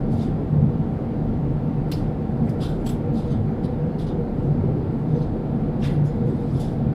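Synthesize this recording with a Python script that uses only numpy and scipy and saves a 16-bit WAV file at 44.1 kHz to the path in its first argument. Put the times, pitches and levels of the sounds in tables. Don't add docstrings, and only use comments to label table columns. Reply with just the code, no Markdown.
import sys
import numpy as np
from scipy import signal
from scipy.fft import rfft, irfft, next_fast_len
from scipy.io import wavfile
from scipy.ndimage import uniform_filter1d

SR = 44100
rng = np.random.default_rng(int(sys.argv[2]) if len(sys.argv) > 2 else 0)


def magnitude_from_level(level_db):
    exponent = np.asarray(level_db, float) / 20
    return 10 ** exponent


def master_out(mix):
    frames = np.transpose(np.atleast_2d(mix))
    ceiling = np.clip(frames, -1, 1)
    pcm = np.round(ceiling * 32767).astype(np.int16)
    wavfile.write(sys.argv[1], SR, pcm)


N = 306054


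def evened(x):
    return x / np.sqrt(np.mean(x ** 2) + 1e-20)


def read(points, hz):
    f, value = np.transpose(points)
    return np.interp(np.log(hz + 1), np.log(f + 1), value)


def coloured(x, gain):
    size = next_fast_len(len(x))
    hz = np.fft.rfftfreq(size, 1 / SR)
    return irfft(rfft(x, size) * gain(hz), size)[:len(x)]


def resonance(f, hz, width, order=2):
    return 1 / (1 + (2 * (f - hz) / width) ** order)


def crackle(crease_db, ticks_per_s=5000, creases_per_s=1200, crease_ms=12, spread_db=-0.5):
    def draw(shape, chance):
        strength = magnitude_from_level(spread_db * np.minimum(rng.exponential(1, shape), 5))
        return strength * (rng.random(shape) < chance)

    ticks = draw(N, ticks_per_s / SR) * rng.choice([-1., 1.], N)
    frames, hop, size = N // 64 + 5, 64, 256
    bins = size // 2
    starts = draw((frames, bins + 1), creases_per_s * hop / SR / bins).T
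    dying = signal.lfilter([1], [1, -np.exp(-1000 * hop / SR / crease_ms)], starts)
    turning = np.exp(2j * np.pi * hop / size * np.outer(np.arange(bins + 1), np.arange(frames)))
    creases = signal.istft(dying * turning, nperseg=size, noverlap=size - hop)[1][:N]
    return evened(ticks) + magnitude_from_level(crease_db) * evened(creases)


def gestures(rows, firm_body_db, fade_ms=6.8, lighter=1.3):
    firm_db = -40.5
    ms = np.arange(N) * 1000 / SR
    power = np.zeros((3, N))
    for s, db, fizz_db, rise, hold in rows:
        since = ms - 1000 * s
        attack = np.clip(since / max(rise, .3), 0, 1)
        decay = np.exp(-np.clip(since - rise - hold, 0, None) / fade_ms)
        body_db = firm_body_db + lighter * (db - firm_db)
        band_db = db + np.array([[body_db], [0], [fizz_db]])
        power += magnitude_from_level(2 * band_db) * (attack * decay) ** 2
    return power


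# frequency in Hz, width in Hz, lift in dB.
RESONANT_LIFTS = [(3500, 600, 5), (4880, 350, 5), (7750, 400, 4), (9100, 400, 2), (10700, 700, 3),
                  (13100, 500, 2)]


def film(power, spectrum, ticks):
    def colour(f):
        lift = sum(db * resonance(f, hz, width) for hz, width, db in RESONANT_LIFTS)
        return magnitude_from_level(read(spectrum, f) + lift)

    def below(f, hz):
        return 1 / (1 + (f / hz) ** 12)

    shares = [lambda f: below(f, 2600) * (f > 1000),
              lambda f: below(f, 5400) - below(f, 2600),
              lambda f: 1 - below(f, 5400)]
    bands = [evened(coloured(ticks, lambda f: colour(f) * share(f))) for share in shares]
    return sum(np.sqrt(p) * band for p, band in zip(power, bands))


def uneven(x, patchy_db):
    z = signal.stft(x, nperseg=256)[2]
    patches = rng.standard_normal(z.shape[::-1]).T
    patches = uniform_filter1d(patches, size=6, axis=0)
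    patches = evened(uniform_filter1d(patches, size=8, axis=1))
    varied = signal.istft(z * magnitude_from_level(patchy_db * patches), nperseg=256)[1][:N]
    return magnitude_from_level(-.12 * patchy_db ** 2) * varied


# start in seconds, level in dB, fizz in dB over the middle band, rise in ms, hold in ms.
SNAPS = [
    (1.9155, -36, 0, 0.24, 4.4),
    (2.490, -54, 6, 3.7, 4.6),
    (2.858, -44, 2, 7.6, 9.8),
    (2.886, -45, 3, 4.7, 12),
]
# start in seconds, level in dB, fizz in dB, rise in ms, hold in ms.
STROKES = [
    (2.598, -42, -5, 22, 40),
    (2.675, -51.5, -6, 9.1, 32),
    (3.625, -49.5, -8.5, 19, 16),
    (3.981, -47, -8.5, 12, 32),
    (4.062, -48.5, -13, 6, 29),
    (5.818, -41.5, -9, 22, 36),
    (3.3, -53, -9.5, 7.4, 30),
    (6.592, -51, 3, 10, 16),
    (6.04, -58, -1.5, 18, 24),
]
# start in seconds, level in dB, fizz in dB, rise in ms, hold in ms.
CRUMPLES = [(.098, -55, -4.5, 20, 65), (.17, -47, -8.5, 46, 15), (1.86, -63, -3, 25, 30),
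            (2.43, -65, 0, 30, 30), (3.13, -50.5, -5.5, 29, 40), (3.21, -53.5, -12, 30, 80),
            (4.34, -66, -4.5, 30, 14), (4.41, -62.5, -3.5, 25, 11), (4.975, -65, -7, 15, 11),
            (5.08, -60, -9, 5.4, 73), (5.13, -54, -11, 86, 15), (5.785, -52, -8, 34, 5),
            (2.79, -64.5, -4, 20, 40), (2.838, -55, 0, 20, 5), (2.57, -61, -3, 25, 8),
            (2.70, -59, -4, 15, 45), (5.88, -54, -8, 20, 45), (6.025, -64, -2, 25, 10),
            (6.66, -60, -2, 20, 50), (1.96, -57, -4, 10, 35), (6.09, -63, -8, 5, 100),
            (6.24, -56.5, -6, 37, 18), (6.34, -60.5, -3.5, 12, 320), (6.53, -49, -2, 90, 12)]
# frequency in Hz, density in dB per Hz.
SNAP_FILM = [(1300, 2), (2300, -4.5), (4000, -7), (5300, -6), (5900, -9), (9000, -10), (10500, -8),
             (12000, -13.5), (13400, -11.5), (14300, -14), (15300, -13), (15800, -24.5)]
# frequency in Hz, density in dB per Hz.
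FILM = [(1300, -8), (2300, -11.5), (3000, -4.5), (4300, -4), (5100, -9), (5500, -10), (7000, -14),
        (11000, -14.5), (11600, -21), (13600, -21.5), (15000, -29), (15800, -42)]


def wrapper():
    snap_power = gestures(SNAPS, firm_body_db=-1.5, lighter=0)
    snaps = film(snap_power, SNAP_FILM, crackle(crease_db=-20))
    worked = gestures(STROKES, firm_body_db=0.5) + gestures(CRUMPLES, firm_body_db=3.0, fade_ms=34)
    rustle = film(worked, FILM, crackle(crease_db=-5.5))
    return magnitude_from_level(-6.5) * snaps + uneven(magnitude_from_level(-7.0) * rustle, patchy_db=1.8)


def rubbed(rows, width_hz, taper, order, wider=0):
    out = np.zeros(N)
    rubs = rng.standard_normal((len(rows), 6000))
    for (s, hz, db, ms), rub in zip(rows, rubs):
        width = width_hz + wider * hz
        ring = evened(coloured(rub, lambda f: resonance(f, hz, width, order)))
        size, start = min(round(ms * SR / 1000), len(rub)), round(s * SR)
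        out[start:start + size] += magnitude_from_level(db) * ring[:size] * signal.windows.tukey(size, taper)
    return out


# start in seconds, frequency in Hz, level in dB, length in ms.
POCKETS = [(0.19, 3750, -60, 54), (6.545, 5050, -66, 50), (6.545, 3500, -63, 45), (2.465, 2040, -50, 32),
           (2.49, 4800, -56, 19), (2.606, 3520, -47.5, 54), (2.6, 4950, -53, 50), (6.605, 7800, -62, 20),
           (2.86, 3270, -53, 30), (2.863, 4300, -53, 24), (2.887, 3480, -52, 24), (3.16, 3800, -64, 93),
           (3.19, 6000, -69, 23), (3.295, 6300, -66, 49), (3.302, 9000, -69, 25), (3.99, 3500, -61, 41),
           (5.145, 6060, -68, 50), (5.211, 4220, -60, 26), (5.215, 6170, -68, 25), (5.825, 3300, -55, 42),
           (6.05, 5200, -65, 25), (6.06, 6700, -68, 50), (6.29, 8000, -73.5, 60), (6.5, 8700, -72, 55),
           (6.52, 10300, -69, 90), (6.599, 5130, -61, 77), (6.601, 3560, -60, 60)]
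# start in seconds, frequency in Hz, level in dB, length in ms.
FOLDS = [(0.11, 12500, -74, 85), (0.17, 6600, -69, 110), (0.19, 3700, -59, 66), (1.9150, 2700, -44.5, 20),
         (1.9155, 3800, -45, 16), (1.9155, 4730, -44, 26), (1.915, 12000, -46, 13), (2.6, 3300, -52, 30),
         (2.607, 4950, -58, 70), (2.66, 12800, -71, 55), (3.13, 6800, -70, 30), (3.13, 12500, -73, 30),
         (3.982, 4700, -59, 22), (5.15, 4600, -66, 110), (5.82, 1900, -47.5, 63), (5.82, 3000, -47, 22),
         (5.83, 8500, -62, 50), (5.835, 12000, -68, 60), (5.88, 9500, -71, 80), (6.045, 9800, -68, 40),
         (6.045, 6300, -67, 25), (6.045, 13500, -77, 30), (6.5, 5000, -68, 50), (5.82, 5500, -57, 60),
         (2.857, 2900, -54, 50), (3.99, 8500, -70, 78), (6.6, 5900, -61.5, 40), (5.87, 13500, -77.5, 70)]
# start in seconds, frequency
# in Hz, level in dB, length in ms.
SPECKS = [(0.113, 9700, -67, 35), (0.12, 7700, -68.5, 30), (0.19, 3700, -56, 12), (0.2, 5500, -62, 40),
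          (0.218, 3500, -58, 8), (0.25, 7900, -70, 35), (0.26, 3310, -60, 30), (1.917, 2680, -45, 5.5),
          (1.92, 4200, -40, 6), (1.929, 4200, -44, 7.4), (1.924, 15000, -56, 12), (1.943, 4500, -48, 14),
          (1.965, 4400, -59, 35), (2.613, 10800, -59, 35), (2.626, 4900, -50, 14), (2.66, 3600, -47, 16),
          (2.66, 4900, -53, 14), (2.655, 10300, -60, 20), (2.685, 12800, -63, 12), (2.845, 10700, -64, 18),
          (2.859, 3300, -47, 8), (2.864, 12900, -54, 14), (2.864, 4500, -49, 9), (2.887, 15200, -56, 15),
          (2.892, 3600, -48, 7), (2.9, 3400, -49, 4.2), (2.905, 12900, -59, 25), (2.9, 10700, -62, 45),
          (5.8, 9500, -74, 28), (5.815, 5500, -60, 14), (5.838, 3600, -45, 16), (5.845, 1800, -44, 16),
          (5.86, 3500, -48, 10), (5.87, 4100, -57, 30), (5.875, 2600, -54, 44), (5.89, 6900, -66, 25),
          (5.9, 10200, -71, 60), (6.05, 5100, -68, 100), (6.5, 5000, -64, 20), (6.545, 5100, -63, 27),
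          (6.545, 3500, -56, 10), (6.595, 10100, -59, 30), (6.605, 3700, -54, 18), (6.645, 5200, -63, 35),
          (6.68, 3600, -55, 10), (6.635, 10300, -65, 50), (3.995, 3720, -53, 12), (3.64, 4000, -56, 14),
          (4.03, 5000, -63, 30), (3.26, 8600, -70, 12),
          (1.93, 5100, -50, 30), (2.78, 7200, -75, 45), (2.8, 10800, -74, 35), (3.27, 6700, -69, 20),
                (3.985, 12600, -69, 15), (4.06, 9600, -68, 30), (4.065, 4600, -59, 19),
                (4.068, 6200, -64.5, 20), (5.83, 2500, -51, 41), (5.82, 5200, -55, 60),
                (5.88, 1900, -52, 50), (6.05, 6900, -66, 60), (3.16, 4900, -64, 40), (3.34, 3500, -62, 35)]


def pockets_and_folds():
    pockets = rubbed(POCKETS, width_hz=440, taper=.6, order=2)
    folds = rubbed(FOLDS, width_hz=600, taper=.3, order=4, wider=.2)
    creases = rubbed(SPECKS, width_hz=350, taper=.7, order=2, wider=.03)
    return pockets + folds + creases


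# start in seconds, peak in dB.
TINKS = [
    (2.4673, -60),
    (2.8634, -46),
    (2.8690, -37),
    (2.8903, -37),
    (2.9507, -62),
    (3.3443, -64),
]
# frequency in Hz, level in dB, 60 dB decay time in seconds.
METAL_MODES = [(7750, 0, .06), (7850, -9, .04)]


def tinks():
    t = np.arange(8000) / SR
    touches = np.zeros(N)
    s, db = np.transpose(TINKS)
    touches[np.round(s * SR).astype(int)] = magnitude_from_level(db)
    ring = sum(magnitude_from_level(d - 60 * t / t60) * np.sin(2 * np.pi * hz * t) for hz, d, t60 in METAL_MODES)
    onset = np.minimum(t / .002, 1)
    return signal.oaconvolve(touches, magnitude_from_level(-1.0) * ring * onset)[:N]


def mode(hz, width):
    return evened(coloured(rng.standard_normal(N), lambda f: resonance(f, hz, width)))


# frequency in Hz, width in Hz, drone in dB, length of a surge in seconds.
DRONES = [
    (98.7, 26, -36.5, 0.056),
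    (147, 30.5, -28.5, 0.07),
    (226.5, 27.3, -31.5, 0.061),
    (380, 93, -43, 0.048),
    (480.5, 16, -43.5, 0.069),
]
# time in seconds, level in dB.
RUMBLE = [(0.16, -24.1), (0.58, -23.5), (2.04, -29), (2.66, -30), (2.95, -27.5), (3.41, -22.5), (4.62, -24),
          (4.74, -28.3), (4.87, -27), (6.01, -30), (6.57, -34), (6.88, -28.5)]
# time in seconds, level in dB.
LOW_BOOM = [(0.34, -22.5), (0.553, -21), (0.613, -14.8), (0.711, -23.5), (0.81, -24), (1.41, -27),
            (1.78, -25), (1.89, -27.5), (2.44, -22.5), (3.1, -24), (3.32, -27), (3.47, -26), (3.85, -24.5),
            (4.18, -23.8), (4.49, -18.5), (4.68, -22), (5.02, -26), (5.14, -19), (5.9, -21), (6.02, -16.5),
            (6.25, -21.5), (6.55, -22.5), (6.89, -22.5)]
# time in seconds, level in dB.
HIGH_BOOM = [(0.15, -23.5), (0.24, -25.5), (0.64, -21.5), (0.82, -30), (0.92, -25.5), (1.3, -25),
             (2.44, -23.5), (2.88, -25), (3.16, -23), (3.37, -26), (3.54, -28.5), (4.58, -26),
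             (4.97, -25.5), (5.56, -26.5), (5.66, -23.5), (5.8, -28), (6.2, -23.5), (6.35, -26.5),
             (6.53, -29), (6.83, -26.5)]
# time in seconds, level in dB.
LOW_HUM = [(0.06, -39.5), (0.42, -33), (2.71, -46), (4.15, -32.5), (4.49, -33), (4.67, -28), (4.8, -30.5),
           (5.39, -35), (5.79, -35.5), (6.31, -32.5)]
# time in seconds, level in dB.
HIGH_HUM = [(0.09, -43), (0.32, -46), (0.99, -39.5), (1.64, -37), (2.24, -35.5), (2.81, -41), (3.09, -31.5),
            (3.29, -38.5), (3.71, -35), (3.84, -33), (4.2, -32.5), (4.44, -35), (5.17, -30.5),
            (5.42, -36.5), (5.69, -35), (6.14, -35), (6.25, -31.5), (6.43, -35)]
# time in seconds, depth in dB.
LOW_CALM = [(0.93, 9), (1.13, 8), (2.83, 13), (3.21, 7), (3.62, 5), (3.95, 3.5), (4.28, 11), (5.41, 10)]
# time in seconds, depth in dB.
HIGH_CALM = [(0.4, 8.1), (1.57, 4), (1.96, 9.9), (2.72, 5.8), (3.27, 3.7), (3.67, 3.4), (3.98, 3.3),
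             (4.45, 7.6), (6.0, 12)]
# time in seconds, depth in dB.
HUM_CALM = [(0.54, 4.6), (0.85, 7.1), (1.25, 4.1), (2.03, 6.9), (2.49, 3.4), (3.95, 2.7), (5.0, 6.6),
            (5.86, 6.5)]


def booms():
    t = np.arange(0, N + 64, 64) / SR
    out = np.zeros(N)

    def bells(s, length):
        return np.exp(-(2 * (t[:, None] - s) / length) ** 2)

    weather = [(RUMBLE, LOW_CALM), (LOW_BOOM, LOW_CALM), (HIGH_BOOM, HIGH_CALM),
               (LOW_HUM, HUM_CALM), (HIGH_HUM, HUM_CALM)]
    for (hz, width, drone_db, surge_s), (buffets, calms) in zip(DRONES, weather):
        ring = mode(hz, width)
        slow = uniform_filter1d(uniform_filter1d(ring ** 2, size=1800), size=1800)
        s, db = np.transpose(buffets)
        calm_s, depth_db = np.transpose(calms)
        drone = magnitude_from_level(2 * (drone_db - bells(calm_s, .14) @ depth_db))
        length = surge_s * magnitude_from_level(.5 * (db - drone_db - 8.5))
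        surges = bells(s, length) @ magnitude_from_level(2 * db)
        level = np.interp(np.arange(N) / SR, t, np.sqrt(drone + surges))
        out += level * ring / np.sqrt(slow + 0.051)
    return out


# frequency in Hz, density in dB per Hz.
HULL = [(12, -41.5), (20, -20), (74, -6.5), (154, -2), (230, -5.5), (414, -13.5), (477, -12.5),
        (549, -17.5), (775, -20.5), (1010, -29.5), (2500, -44.5), (3250, -76), (5500, -120)]
# frequency in Hz, density in dB per Hz.
VENT = [(1800, -15.5), (2500, -2.5), (3400, 0.5), (4800, -3.5), (5600, -12), (7000, -14), (10000, -15.5),
        (13000, -18), (15000, -20.5)]
# frequency in Hz, width in Hz, level in dB.
PANELS = [(35.3, 9.9, -36), (59.6, 11, -42.5), (96, 55, -43.5), (269, 25, -46.5), (291.5, 45, -39),
          (762.5, 24, -50.5), (914.6, 24, -56.5), (1362, 27, -61.5)]


def hull(patchy_db=.8):
    frames, hz = N // 512 + 5, np.fft.rfftfreq(2048, 1 / SR)
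    a, b, c, d, patches = rng.standard_normal((frames, 1025, 5)).T
    patches = uniform_filter1d(patches, size=20, axis=0)
    patches = evened(uniform_filter1d(patches, size=10, axis=1))

    def sound(z):
        drifting = signal.istft(z * magnitude_from_level(patchy_db * patches), nperseg=2048, noverlap=1536)[1]
        return evened(drifting[1024:N + 1024])

    roar_db = read(HULL, np.minimum(hz, 2300)) - 24 * np.log2(np.maximum(hz / 2300, 1))
    heard = hz < 15250
    roar = magnitude_from_level(roar_db) * heard
    hiss = magnitude_from_level(read(VENT, hz)) * (hz > 1200) * heard
    wall = magnitude_from_level(-26.5) * sound((a + 1j * b) * roar[:, None])
    air = magnitude_from_level(-64) * sound((c + 1j * d) * hiss[:, None])
    panels = sum(magnitude_from_level(db) * mode(f, width) for f, width, db in PANELS)
    return wall + air + panels


# frequency in Hz, 60 dB decay time in seconds.
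CABIN = [(1500, 0.72), (4000, 0.3), (8000, 0.28), (15000, 0.19)]


def cabin():
    taps = np.zeros(SR // 2)
    at = np.arange(120, len(taps) - 10, 10)
    taps[at + rng.integers(0, 10, len(at))] = rng.choice([-1., 1.], len(at))
    hz, t, z = signal.stft(taps, SR, nperseg=128)
    decay = magnitude_from_level(-60 * t / read(CABIN, hz)[:, None])
    tail = signal.istft(z * decay, SR, nperseg=128)[1]
    return tail / np.linalg.norm(tail)


def scene():
    plastic, rubs, metal = wrapper(), pockets_and_folds(), tinks()
    roar = booms() + hull()
    sent = magnitude_from_level(-3.5) * plastic + magnitude_from_level(-9.5) * rubs + magnitude_from_level(-18.0) * metal
    echoes = signal.fftconvolve(sent, cabin())[:N]
    return (roar + plastic + rubs + metal + echoes)[None]


def roll_off(x):
    return signal.sosfilt(signal.butter(12, 15700, fs=SR, output="sos"), x)


def record(dry):
    faded = dry * signal.windows.tukey(N, 2 * .006 * SR / N)
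    mix = np.array([coloured(faded[0], lambda f: f < 15700)])
    return roll_off(mix)


dry = scene()
out = record(dry)
master_out(out)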